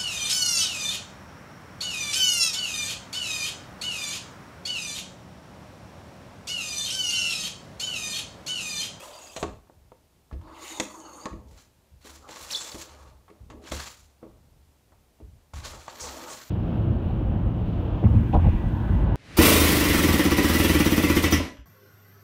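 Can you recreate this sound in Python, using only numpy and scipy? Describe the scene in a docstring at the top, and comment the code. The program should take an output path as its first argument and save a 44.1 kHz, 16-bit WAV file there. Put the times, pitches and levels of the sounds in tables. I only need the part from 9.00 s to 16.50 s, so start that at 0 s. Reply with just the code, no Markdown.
"""Two telescopic metal rods are pulled out of a thin metal case and tilted by hand; the case is pushed about on a table.
Dense tiny clicks ring the rods one after the other, and gliding whistles sing along. Blows ring case and rods.
The same friction clicks make the case hum and its feet hiss on the table; gliding tones make squeaks.
Noise through a few low modes makes the table top boom. A small room and a steady quiet noise lie around it all."""
import sys
import numpy as np
from scipy import signal
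from scipy.fft import rfft, irfft, next_fast_len
from scipy.io import wavfile
from scipy.ndimage import uniform_filter1d

SR = 44100
rng = np.random.default_rng(int(sys.argv[2]) if len(sys.argv) > 2 else 0)


def wrap_up_sound(samples):
    """Save the sound to the file named by the first command line argument, as 16-bit audio."""
    columns = np.atleast_2d(samples).T
    # keep every value between -1 and 1, then stretch to whole-number steps
    tamed = np.clip(columns, -1, 1)
    steps = np.round(tamed * 32767).astype(np.int16)
    wavfile.write(sys.argv[1], SR, steps)


N = 330661
STEP = 40   # samples between the points of a slow curve


def amp(db):
    """Turn dB into a factor."""
    return 10 ** (np.asarray(db) / 20)


def rms_one(x):
    """Scale a sound to rms 1."""
    return x / np.sqrt(np.mean(x ** 2) + 1e-20)


def every_sample(curve):
    """Draw straight lines between the points of a slow curve."""
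    return np.interp(np.arange(N) / STEP, np.arange(len(curve)), curve)


def drift(rate):
    """Slow smooth chance with spread 1; a higher rate (Hz) moves faster."""
    r = np.exp(-2 * np.pi * STEP * rate / SR)
    slow = signal.lfilter([1], [1, -2 * r, r * r], rng.standard_normal(N // STEP + 2002))[2000:]
    return every_sample(rms_one(slow))


def in_time(tables):
    """Columns of several tables on one time line; the last result is a gate, open inside a table, with short fades."""
    t, columns_in_time, gate = np.arange(N) / SR, 0, 0
    for rows in tables:
        s, *columns = np.transpose(rows)
        inside = (t >= s[0]) & (t <= s[-1])
        columns_in_time = columns_in_time + inside * np.array([np.interp(t, s, c) for c in columns])
        gate = gate + inside
    faded = uniform_filter1d(gate * 1., size=177, mode="nearest") ** 2 * gate
    return *columns_in_time, faded


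RISE_DB = 15.5   # a gesture starts this far below its full level


def gestures(start_s, rise_s, hold_s, level_db, sag_db_per_s, release_db_per_s):
    """One envelope per row: a rise, a sagging hold and a release, all straight in dB."""
    late = np.arange(0, N + STEP, STEP) / SR - np.reshape(start_s, (-1, 1))
    rise, hold, level, sag = (np.reshape(v, (-1, 1)) for v in (rise_s, hold_s, level_db, sag_db_per_s))
    rise, hold = np.maximum(rise, .002), abs(hold)
    rising = RISE_DB * np.clip(1 - late / rise, 0, 1)
    sagging = sag * np.clip(late - rise, 0, hold)
    releasing = release_db_per_s * np.maximum(late - rise - hold, 0)
    return amp(level - rising - sagging - releasing) * (late >= 0)


def blend(envelopes, idle_db, column):
    """Envelopes add in power over an idle level; a column follows the loudest gesture."""
    power = np.sum(envelopes ** 2, axis=0) + amp(idle_db) ** 2
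    mean = np.sum(envelopes ** 2 * np.reshape(column, (-1, 1)), axis=0) / power
    return [every_sample(np.sqrt(power)), every_sample(mean)]


def ring(force, hz, width_hz):
    """One mode: a unit click sets a sine of about height 1 ringing, which dies sooner if the mode is wide."""
    r, w = np.exp(-np.pi * abs(width_hz) / SR), 2 * np.pi * hz / SR
    return signal.lfilter([0, np.sin(w)], [1, -2 * r * np.cos(w), r * r], force + 1e-18)


def grains(per_s, spread_db):
    """Tiny catches of two rubbing surfaces: random clicks of uneven size, rms 1."""
    sizes = amp(spread_db * np.minimum(rng.exponential(1, N), 4)) * rng.choice([-1, 1], N)
    return rms_one(sizes * (rng.random(N) < per_s / SR))


def coloured(x, spectrum):
    """Shape a sound to a spectrum; rms 1."""
    hz, level_db = np.transpose(spectrum)
    size = next_fast_len(N)
    f = np.arange(size // 2 + 1) * SR / size + 1
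    gain = amp(np.interp(np.log(f), np.log(hz), level_db))
    return rms_one(irfft(rfft(x, size) * gain, size)[:N])


def rubbed(modes, force, patchy_db, wander, lean_db=None, order=1):
    """Friction feeds each mode with a strength that wanders as the grip changes; lean_db(hz) shifts the balance,
    order 2 keeps the valleys between the modes dark."""
    rings = []
    for k, (hz, width_hz, db) in enumerate(modes):
        push = force if order == 1 else ring(force, hz, width_hz)
        strength = amp(db + patchy_db * drift(wander))
        rings.append((-1) ** k * strength * rms_one(ring(push, hz, width_hz)))
    norm = np.sqrt(np.mean(sum(rings) ** 2))   # taken before the balance shifts
    return sum(amp(lean_db(mode[0]) if lean_db else 0) * x for mode, x in zip(modes, rings)) / norm


WAVER = .013   # typical share by which the rod modes bend as the tubes rock in each other


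def wavering(x):
    """Read a sound a little faster and slower in turn, which bends its pitch."""
    bend = WAVER * drift(8)
    return np.interp(np.arange(N) + np.cumsum(bend - bend.mean()), np.arange(N), x)


# Tube sliding in tube, one list per pull. Each row: time in seconds, then levels in dB of the rod's upper modes,
# its middle modes, its seat modes and the broad rasp of the walls.
PULLS = [
    [(0.0, -53, -61, -48.5, -45.5), (0.15, -55, -56.5, -49, -53.5), (0.358, -50.5, -57.5, -60, -53.5),
     (0.425, -49, -70, -42.5, -52)],
    [(1.42, -93, -75, -53, -85), (1.5, -75, -61.5, -46.5, -73), (1.656, -51, -48.5, -51.5, -47),
     (1.797, -46.5, -49.5, -41.5, -52)],
    [(1.81, -47, -63, -48, -57), (1.92, -54, -85, -49, -61), (2.029, -61, -73, -51, -63),
     (2.255, -53, -59, -49, -74)],
]
# Parts of a rod: seat, middle, upper modes. Each row: from Hz, to Hz.
SECTIONS = [(0, 1500), (1500, 5300), (5300, 20000)]
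# The two rods with their seats in the case. Each row: mode in Hz, width in Hz, relative strength in dB.
RIGHT_ROD = [(580, 71, 5), (1000, 130, 4), (3540, 1800, -26), (5920, 360, -9.5), (6714, 620, 4.5),
             (7940, 940, 1), (9550, 360, -12), (12500, 1400, -12.5)]
LEFT_ROD = [(324, 15.7, 2), (900, 250, 1.5), (1044, 270, 4), (1245, 95, -14), (2052, 440, -1.5),
            (2845, 720, 1), (3675, 520, -3.5), (4490, 820, -1), (6830, 860, -9), (8830, 1200, -18),
            (12300, 5800, -20)]
# Colour of friction noise, for tube walls and for feet on the table. Each row: Hz, relative level in dB per Hz.
RUBBING = [(590, -6), (1110, 0.5), (1810, -3.5), (3080, -6.5), (6860, -3.5), (12300, -10.5), (14900, -17.5),
           (16000, -5)]


def pulling():
    """Dense catches ring first one rod, then the other, in three sections with their own levels."""
    upper_db, middle_db, seat_db, rasp_db, gate = in_time(PULLS)
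    force = grains(4000 * amp(2.5 * drift(23)), spread_db=-3.0)
    rods = []
    for rod in (RIGHT_ROD, LEFT_ROD):
        seat, middle, upper = ([m for m in rod if low < m[0] <= high] for low, high in SECTIONS)
        seat_ring = wavering(rubbed(seat, force, patchy_db=2.5, wander=24))
        middle_ring = wavering(rubbed(middle, force, patchy_db=3.0, wander=25, order=2))
        upper_ring = wavering(rubbed(upper, force, patchy_db=3.0, wander=26, order=2))
        rods.append(amp(seat_db) * seat_ring + amp(middle_db) * middle_ring + amp(upper_db) * upper_ring)
    rasp = amp(rasp_db) * coloured(force, RUBBING)
    second_pull_s = PULLS[1][0][0]
    return gate * (rasp + np.where(np.arange(N) < second_pull_s * SR, *rods))


# Narrow resonances that sing out and glide with the free length as the tubes slide.
# Each row: start in seconds, end in seconds, first pitch in Hz, last pitch in Hz, level in dB before the flutter.
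WHISTLES = [(0.0, 0.048, 2550, 2850, -54), (0.0, 0.058, 3300, 3240, -56), (.14, 0.362, 2750, 2560, -60),
            (.135, 0.191, 4740, 4730, -50.5), (.26, 0.328, 4850, 4800, -58), (.365, 0.382, 4210, 4050, -45),
            (1.701, 1.797, 3810, 3570, -52), (1.86, 2.196, 4550, 4390, -65), (1.9, 2.258, 6420, 6600, -58),
            (1.99, 2.145, 3100, 2700, -64.5), (2.195, 2.256, 4350, 5000, -61)]
WHISTLE_WIDTH_HZ = 190   # width of each of the two smoothing steps


def whistles():
    """Each is a gliding tone smeared by friction into a narrow, fluttering band."""
    out, r = np.zeros(N), np.exp(-np.pi * WHISTLE_WIDTH_HZ / SR)
    flutter = amp(3.2 * drift(30))
    for start_s, end_s, first_hz, last_hz, level_db in WHISTLES:
        a, b = int(max(start_s, 0) * SR), int(end_s * SR)
        # two slow random curves make the tone wander in height and phase
        noise = rng.standard_normal((2, SR // 2))
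        re, im = signal.lfilter([1], [1, -2 * r, r * r], noise)[:, -(b - a):]
        phase = 2 * np.pi * np.cumsum(np.linspace(first_hz, last_hz, b - a)) / SR
        fade = signal.windows.tukey(b - a, .3)
        out[a:b] += amp(level_db) * fade * rms_one(re * np.cos(phase) + im * np.sin(phase))
    return flutter * out


# Modes of the case panels, also rung by knocks. Each row: mode in Hz, width in Hz, relative strength in dB.
CASE = [(206.3, 5.7, -7.5), (256.5, 22.6, -0.5), (329.8, 18, -2), (420, 19.6, -5.5), (505, 45, -1.5),
        (622, 48, -2), (750, 86, -4), (905, 91, 0.5), (1115, 71, 1), (1277, 140, 1), (1688, 30, -10)]
# Spells in which the panels hum under a hand. Each row: start in seconds, rise in seconds, hold in seconds,
# level in dB before the shift of balance, sag while held in dB per second, centre of the hum in Hz.
GRIPS = [(0.0, 0.0083, 0.52, -50.5, 13, 624), (1.388, 0.092, 0.83, -51, -3.5, 830),
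         (2.295, .03, 0.2, -55, -3, 342), (3.067, 0.029, 0.052, -52, 40, 447),
         (3.203, 0.042, 0.8, -48, 5, 650), (4.298, 0.022, 0.12, -58.5, 45, 420),
         (4.49, 0.021, 0.16, -43.5, 39, 320), (4.725, 0.012, 0.16, -56, 49, 700),
         (5.214, 0.015, 0.043, -48, 45, 380), (6.556, 0.12, 0.096, -46, 22, 750),
         (6.868, 0.17, 0.27, -41, 5.5, 616)]
IDLE_HUM_DB, HUM_RELEASE_DB_PER_S = -83, 102
HUM_FOCUS_DB = 4.5   # loss one octave off the centre


def handling():
    """Every touch keeps the case panels humming, most near the centre pitch of the grip."""
    *shape, centre_hz = np.transpose(GRIPS)
    envelopes = gestures(*shape, HUM_RELEASE_DB_PER_S)
    level, octaves = blend(envelopes, IDLE_HUM_DB, np.log2(centre_hz / 500))
    return level * rubbed(CASE, grains(3000, spread_db=1.5), patchy_db=2.5, wander=11.3,
                          lean_db=lambda hz: -HUM_FOCUS_DB * (np.log2(hz / 500) - octaves) ** 2)


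# Steady noise of room and microphone. Each row: Hz, relative level in dB per Hz.
QUIET = [(35, -20), (97, -2), (161, -4.5), (463, -10.5), (911, -13.5), (1230, -19.5), (14800, -27.5),
         (16000, -31)]
QUIET_DB = -65


def quiet_noise():
    """Random noise shaped to a dark spectrum."""
    return amp(QUIET_DB) * coloured(rng.standard_normal(N), QUIET)


# Blows on case and rods. Each row: time in seconds, relative case strength in dB, relative metal tick strength
# in dB, basic contact time in milliseconds, centre of the case ring in Hz.
KNOCKS = [(0.364, -27, -30, 18, 650), (0.428, -17.5, -25.5, 11, 657), (0.671, -51, -76, 3.8, 1200),
          (0.698, -42.5, -84, 2.8, 590), (0.919, -39, -64, 2.2, 660), (1.312, -39.5, -59, 6.2, 1210),
          (1.326, -36.5, -53.5, 17, 403), (1.413, -47, -57, 5, 900), (1.473, -40, -72, 23, 1000),
          (1.68, -52, -42, 2.5, 1000), (1.799, -17.5, -17.5, 7.8, 725), (2.002, -63, -49, 2.5, 1000),
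          (2.256, -22.5, -32, 9.1, 710), (2.331, -31.5, -61, 4.9, 282), (3.049, -38, -62, 10, 493),
          (3.289, -36.5, -41.5, 6.9, 700), (3.322, -45, -56, 5, 1300), (3.36, -37, -40, 6, 1300),
          (3.745, -32, -46, 17, 444), (4.281, -41.5, -60, 20, 1150), (4.301, -39.5, -56.5, 8.1, 420),
          (4.501, -35.5, -44, 21, 1180), (4.719, -22, -28.5, 5.8, 600), (5.229, -34.5, -66, 43, 404),
          (5.921, -48, -68, 19, 800), (6.202, -42, -75, 32, 405), (6.536, -33, -69, 3.1, 1000),
          (6.735, -35, -60, 3.8, 670), (6.881, -29.5, -42, 5.3, 1000)]


def struck(modes, peak_db, uneven_db, contact_ms, firm, lean_db):
    """Each knock is a short chatter of contacts that reaches every mode with its own strength."""
    at = np.round(np.array(KNOCKS)[:, 0] * SR).astype(int)
    luck = rng.standard_normal((len(at), len(modes)))
    lag = np.arange(2000)
    fade = np.exp(-lag * 1000 / SR / np.clip(contact_ms, .3, 30)[:, None])
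    first_touch = firm * np.sqrt(contact_ms)[:, None] * (lag == 0)
    out = 0
    for k, (hz, width_hz, db) in enumerate(modes):
        chatter = (rng.standard_normal(fade.shape) + first_touch) * fade
        # how well the chatter suits this mode, mostly evened out
        reach = abs(chatter @ np.exp(-2j * np.pi * hz * lag / SR))[:, None]
        size = np.sqrt(np.sum(chatter ** 2, axis=1, keepdims=True))
        chatter /= .7 * reach + .3 * size
        strength_db = peak_db + db + lean_db(hz) + uneven_db * luck[:, k]
        force = np.zeros(N + 2000)
        np.add.at(force, at[:, None] + lag, amp(strength_db)[:, None] * chatter)
        out = out + ring(force[:N], hz, width_hz)
    return out


def knocks():
    """Tube stops and hands strike case and rods; a light blow rings few modes, one with little tick is duller."""
    s, case_db, tick_db, contact_ms, centre_hz = np.transpose(KNOCKS)
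    case = struck(CASE, case_db - 5.5, uneven_db=2.0, contact_ms=contact_ms, firm=2.22,
                  lean_db=lambda hz: (-0.5 + 0.21 * case_db) * np.log2(hz / centre_hz) ** 2)
    # higher rod modes, plus one very wide mode for the click itself
    metal = RIGHT_ROD[2:] + LEFT_ROD[4:] + [(3280, 6200, 0.85)]
    ticks = struck(metal, tick_db + 0.5, uneven_db=-0.5, contact_ms=0.71 * contact_ms, firm=1,
                   lean_db=lambda hz: 0.58 * (tick_db - case_db) * np.log2(hz / 4000))
    dull = signal.butter(2, 2200, fs=SR, output="sos")     # panels take up no sharp edge
    soft = signal.butter(2, 9000, fs=SR, output="sos")     # nor do the rods ring at the very top
    return signal.sosfilt(dull, case) + signal.sosfilt(soft, ticks)


def evened(x, size):
    """Take out chance swells, so that the level follows the hands."""
    return rms_one(x / (np.sqrt(uniform_filter1d(x ** 2, size=size)) + 0.16))


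# Low modes of the table top. Each row: mode in Hz, width in Hz, relative strength in dB.
TABLE = [(51, 23, -2), (70.6, 4.1, 3), (99.4, 56, -4)]
# Weight landing on the table. Each row: time in seconds (middle of the rise), level in dB, hold in seconds.
LEANS = [(0.38, -46, .03), (0.43, -41, 0.093), (0.752, -55, 0.11), (1.321, -32.5, 0.037),
         (1.814, -62, 0.068), (2.31, -39, 0.04), (2.451, -48, 0.092), (2.918, -48.5, 0.023),
         (3.09, -54, 0.13), (3.406, -50.5, 0.024), (3.73, -48.5, 0.035), (3.891, -52.5, 0.073),
         (4.002, -50, 0.16), (4.402, -44.5, 0.043), (4.5, -47.5, 0.075), (4.712, -35.5, 0.041),
         (4.989, -55, 0.062), (5.257, -53, 0.43), (5.912, -57.5, 0.055), (6.22, -42, 0.027),
         (6.268, -49.5, 0.089), (6.537, -34, 0.034), (6.649, -44, 0.12), (7.002, -46.5, 0.11)]
LEAN_RISE_S, LEAN_SAG_DB_PER_S, LEAN_FALL_DB_PER_S, IDLE_BOOM_DB = 0.009, 14, 167, -65.5


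def table_top():
    """Weight landing on the table sets its low modes swinging; noise feeds them, and a faint boom never stops."""
    s, level_db, hold_s = np.transpose(LEANS)
    envelopes = gestures(s - LEAN_RISE_S / 2, LEAN_RISE_S, hold_s, level_db, LEAN_SAG_DB_PER_S,
                         LEAN_FALL_DB_PER_S)
    level = blend(envelopes, IDLE_BOOM_DB, 0)[0]
    return level * evened(rubbed(TABLE, rng.standard_normal(N), patchy_db=0.5, wander=4.4), size=1400)


# What squeaks and drags ring in, a light box beside the case perhaps.
# Each row: mode in Hz, width in Hz, relative strength in dB.
BOX = [(3510, 12, -14), (3910, 40, -8), (4520, 350, -0.5), (5500, 100, -14), (7660, 760, 4.5)]
# Strokes of the case over the table. Each row: start in seconds, rise in seconds, hold in seconds, hiss level in dB
# before tilt and stutter, sag while held in dB per second, tilt in dB (up above 4 kHz, down below).
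DRAGS = [(2.474, 0.13, 0.0071, -56.5, 10, 0), (3.009, 0.06, 0.26, -49, 88, -0.5),
         (3.278, 0.015, 0.15, -49.5, -30, -1.5), (3.366, 0.13, 0.33, -43, 13, 0.7),
         (3.868, .01, 0.23, -57.5, 46, -5.5), (4.617, 0.072, 0.066, -50.5, 28, -4.5),
         (4.713, 0.0084, 0.17, -39, 40, -2), (4.864, 0.031, 0.21, -49, 112, 0.5),
         (6.534, 0.0061, 0.094, -46.5, 71, -2.5), (6.633, 0.019, 0.51, -42, 83, -3),
         (6.797, 0.21, .33, -45.5, 14, -3), (7.302, 0.037, 0.17, -48.5, 43, -1)]
DRAG_RELEASE_DB_PER_S = 343


def dragging():
    """Feet and edges hiss on the table in stutters; faster rubbing, set by the tilt, is brighter."""
    *shape, tilt = np.transpose(DRAGS)
    level, tilt_db = blend(gestures(*shape, DRAG_RELEASE_DB_PER_S), -120, tilt)
    grit = amp(2.0 * drift(60)) * grains(6000 * amp(2.5 * drift(30)), spread_db=2.2)
    hiss = coloured(grit, RUBBING) + amp(-12) * rubbed(BOX, grit, patchy_db=5.0, wander=20)
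    high = signal.sosfilt(signal.butter(2, 4000, "high", fs=SR, output="sos"), hiss)
    low = signal.sosfilt(signal.butter(2, 4000, "low", fs=SR, output="sos"), hiss)
    return level * (amp(tilt_db + 1.5 * drift(20)) * high - amp(-tilt_db + 2.2 * drift(25)) * low)


# Rubbing squeaks, one list per squeak. Each row: time in seconds, middle slip rate in Hz, relative level in dB.
SQUEAKS = [
    [(3.503, 1954, -44), (3.514, 5510, -32.5), (3.522, 6150, -31.5), (3.533, 4660, -31), (3.543, 3640, -34),
     (3.554, 3570, -34), (3.565, 5850, -28.5), (3.572, 5430, -43), (3.582, 5440, -30)],
    [(3.714, 5000, -42), (3.72, 4500, -39), (3.724, 3000, -47), (3.729, 1400, -46)],
    [(4.648, 3100, -63), (4.665, 2500, -54), (4.68, 1400, -39)],
]


def squeaks():
    """Regular stick and slip: a gliding tone with an octave when slow, unsteady; modes light up as it passes them."""
    hz, db, gate = in_time(SQUEAKS)
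    phase = 2 * np.pi * np.cumsum(hz * (1 + 0.05 * drift(300))) / SR
    tone = np.sin(phase) + .4 * (hz < 4000) * np.sin(2 * phase)
    slips = gate * amp(db + 5 * drift(250)) * tone
    box = sum(amp(g) * ring(slips, f, w) for f, w, g in BOX)
    return 0.58 * slips + amp(-26.0) * box


# A foot nearly squeaks and the hiss gathers round one pitch. Each row: start in seconds, rise in seconds,
# hold in seconds, level in dB, sag while held in dB per second, centre in Hz.
SWISHES = [(6.635, 0.013, 0.03, -44, 105, 4600), (6.995, 0.013, 0.09, -37.5, 110, 6200),
           (7.26, 0.046, 0.019, -43.5, 12, 7000), (3.55, 0.017, .08, -45.5, 40, 7400),
           (6.9, 0.093, .5, -58, 5, 13300)]
SWISH_WIDTH_HZ = 3400   # width of the resonance, which is passed twice


def swishes():
    """Dense friction noise twice through one wide resonance."""
    *shape, centre_hz = np.transpose(SWISHES)
    out, force = 0, grains(9000, spread_db=-1.0)
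    edges = np.diff(force, prepend=0)   # takes out the bass
    for level, hz in zip(gestures(*shape, DRAG_RELEASE_DB_PER_S), centre_hz):
        band = rms_one(ring(ring(edges, hz, SWISH_WIDTH_HZ), hz, SWISH_WIDTH_HZ))
        out = out + every_sample(level) * band
    return out


ROOM_T60_S, ROOM_DB = 0.37, -19   # time for echoes to fall by 60 dB (sooner in the treble), gain of the echoes
WALL_CUT_HZ = 14000


def room(x):
    """Many feedback delays, duller on every round."""
    size = next_fast_len(N + SR)
    w = 2 * np.pi * np.arange(size // 2 + 1) / size
    dull = 1 / np.sqrt(1 + (w * SR / (2 * np.pi * WALL_CUT_HZ)) ** 2)
    echoes = 0
    for k, lag in enumerate(rng.uniform(.011, .055, size=18)):   # delays in seconds
        loop = amp(-60 * lag / ROOM_T60_S) * dull ** (lag * 20) * np.exp(-1j * w * round(lag * SR))
        echoes = echoes + (-1) ** k * loop / (1 - loop)   # all rounds of one delay
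    return irfft(rfft(x, size) * echoes, size)[:N]


def scene():
    """Add all sources; hum, boom and quiet noise get no echo."""
    near = pulling() + whistles() + knocks() + dragging() + squeaks() + swishes()
    return (near + amp(ROOM_DB) * room(near) + handling() + table_top() + quiet_noise())[None]


CUTOFF_HZ = 15600


def record(dry):
    """The microphone loses the deepest bass; the top is cut steeply."""
    thin = signal.sosfilt(signal.butter(3, 38, "high", fs=SR, output="sos"), dry)
    return signal.sosfilt(signal.ellip(12, .5, 70, CUTOFF_HZ, fs=SR, output="sos"), thin)


dry = scene()
out = record(dry)
wrap_up_sound(out)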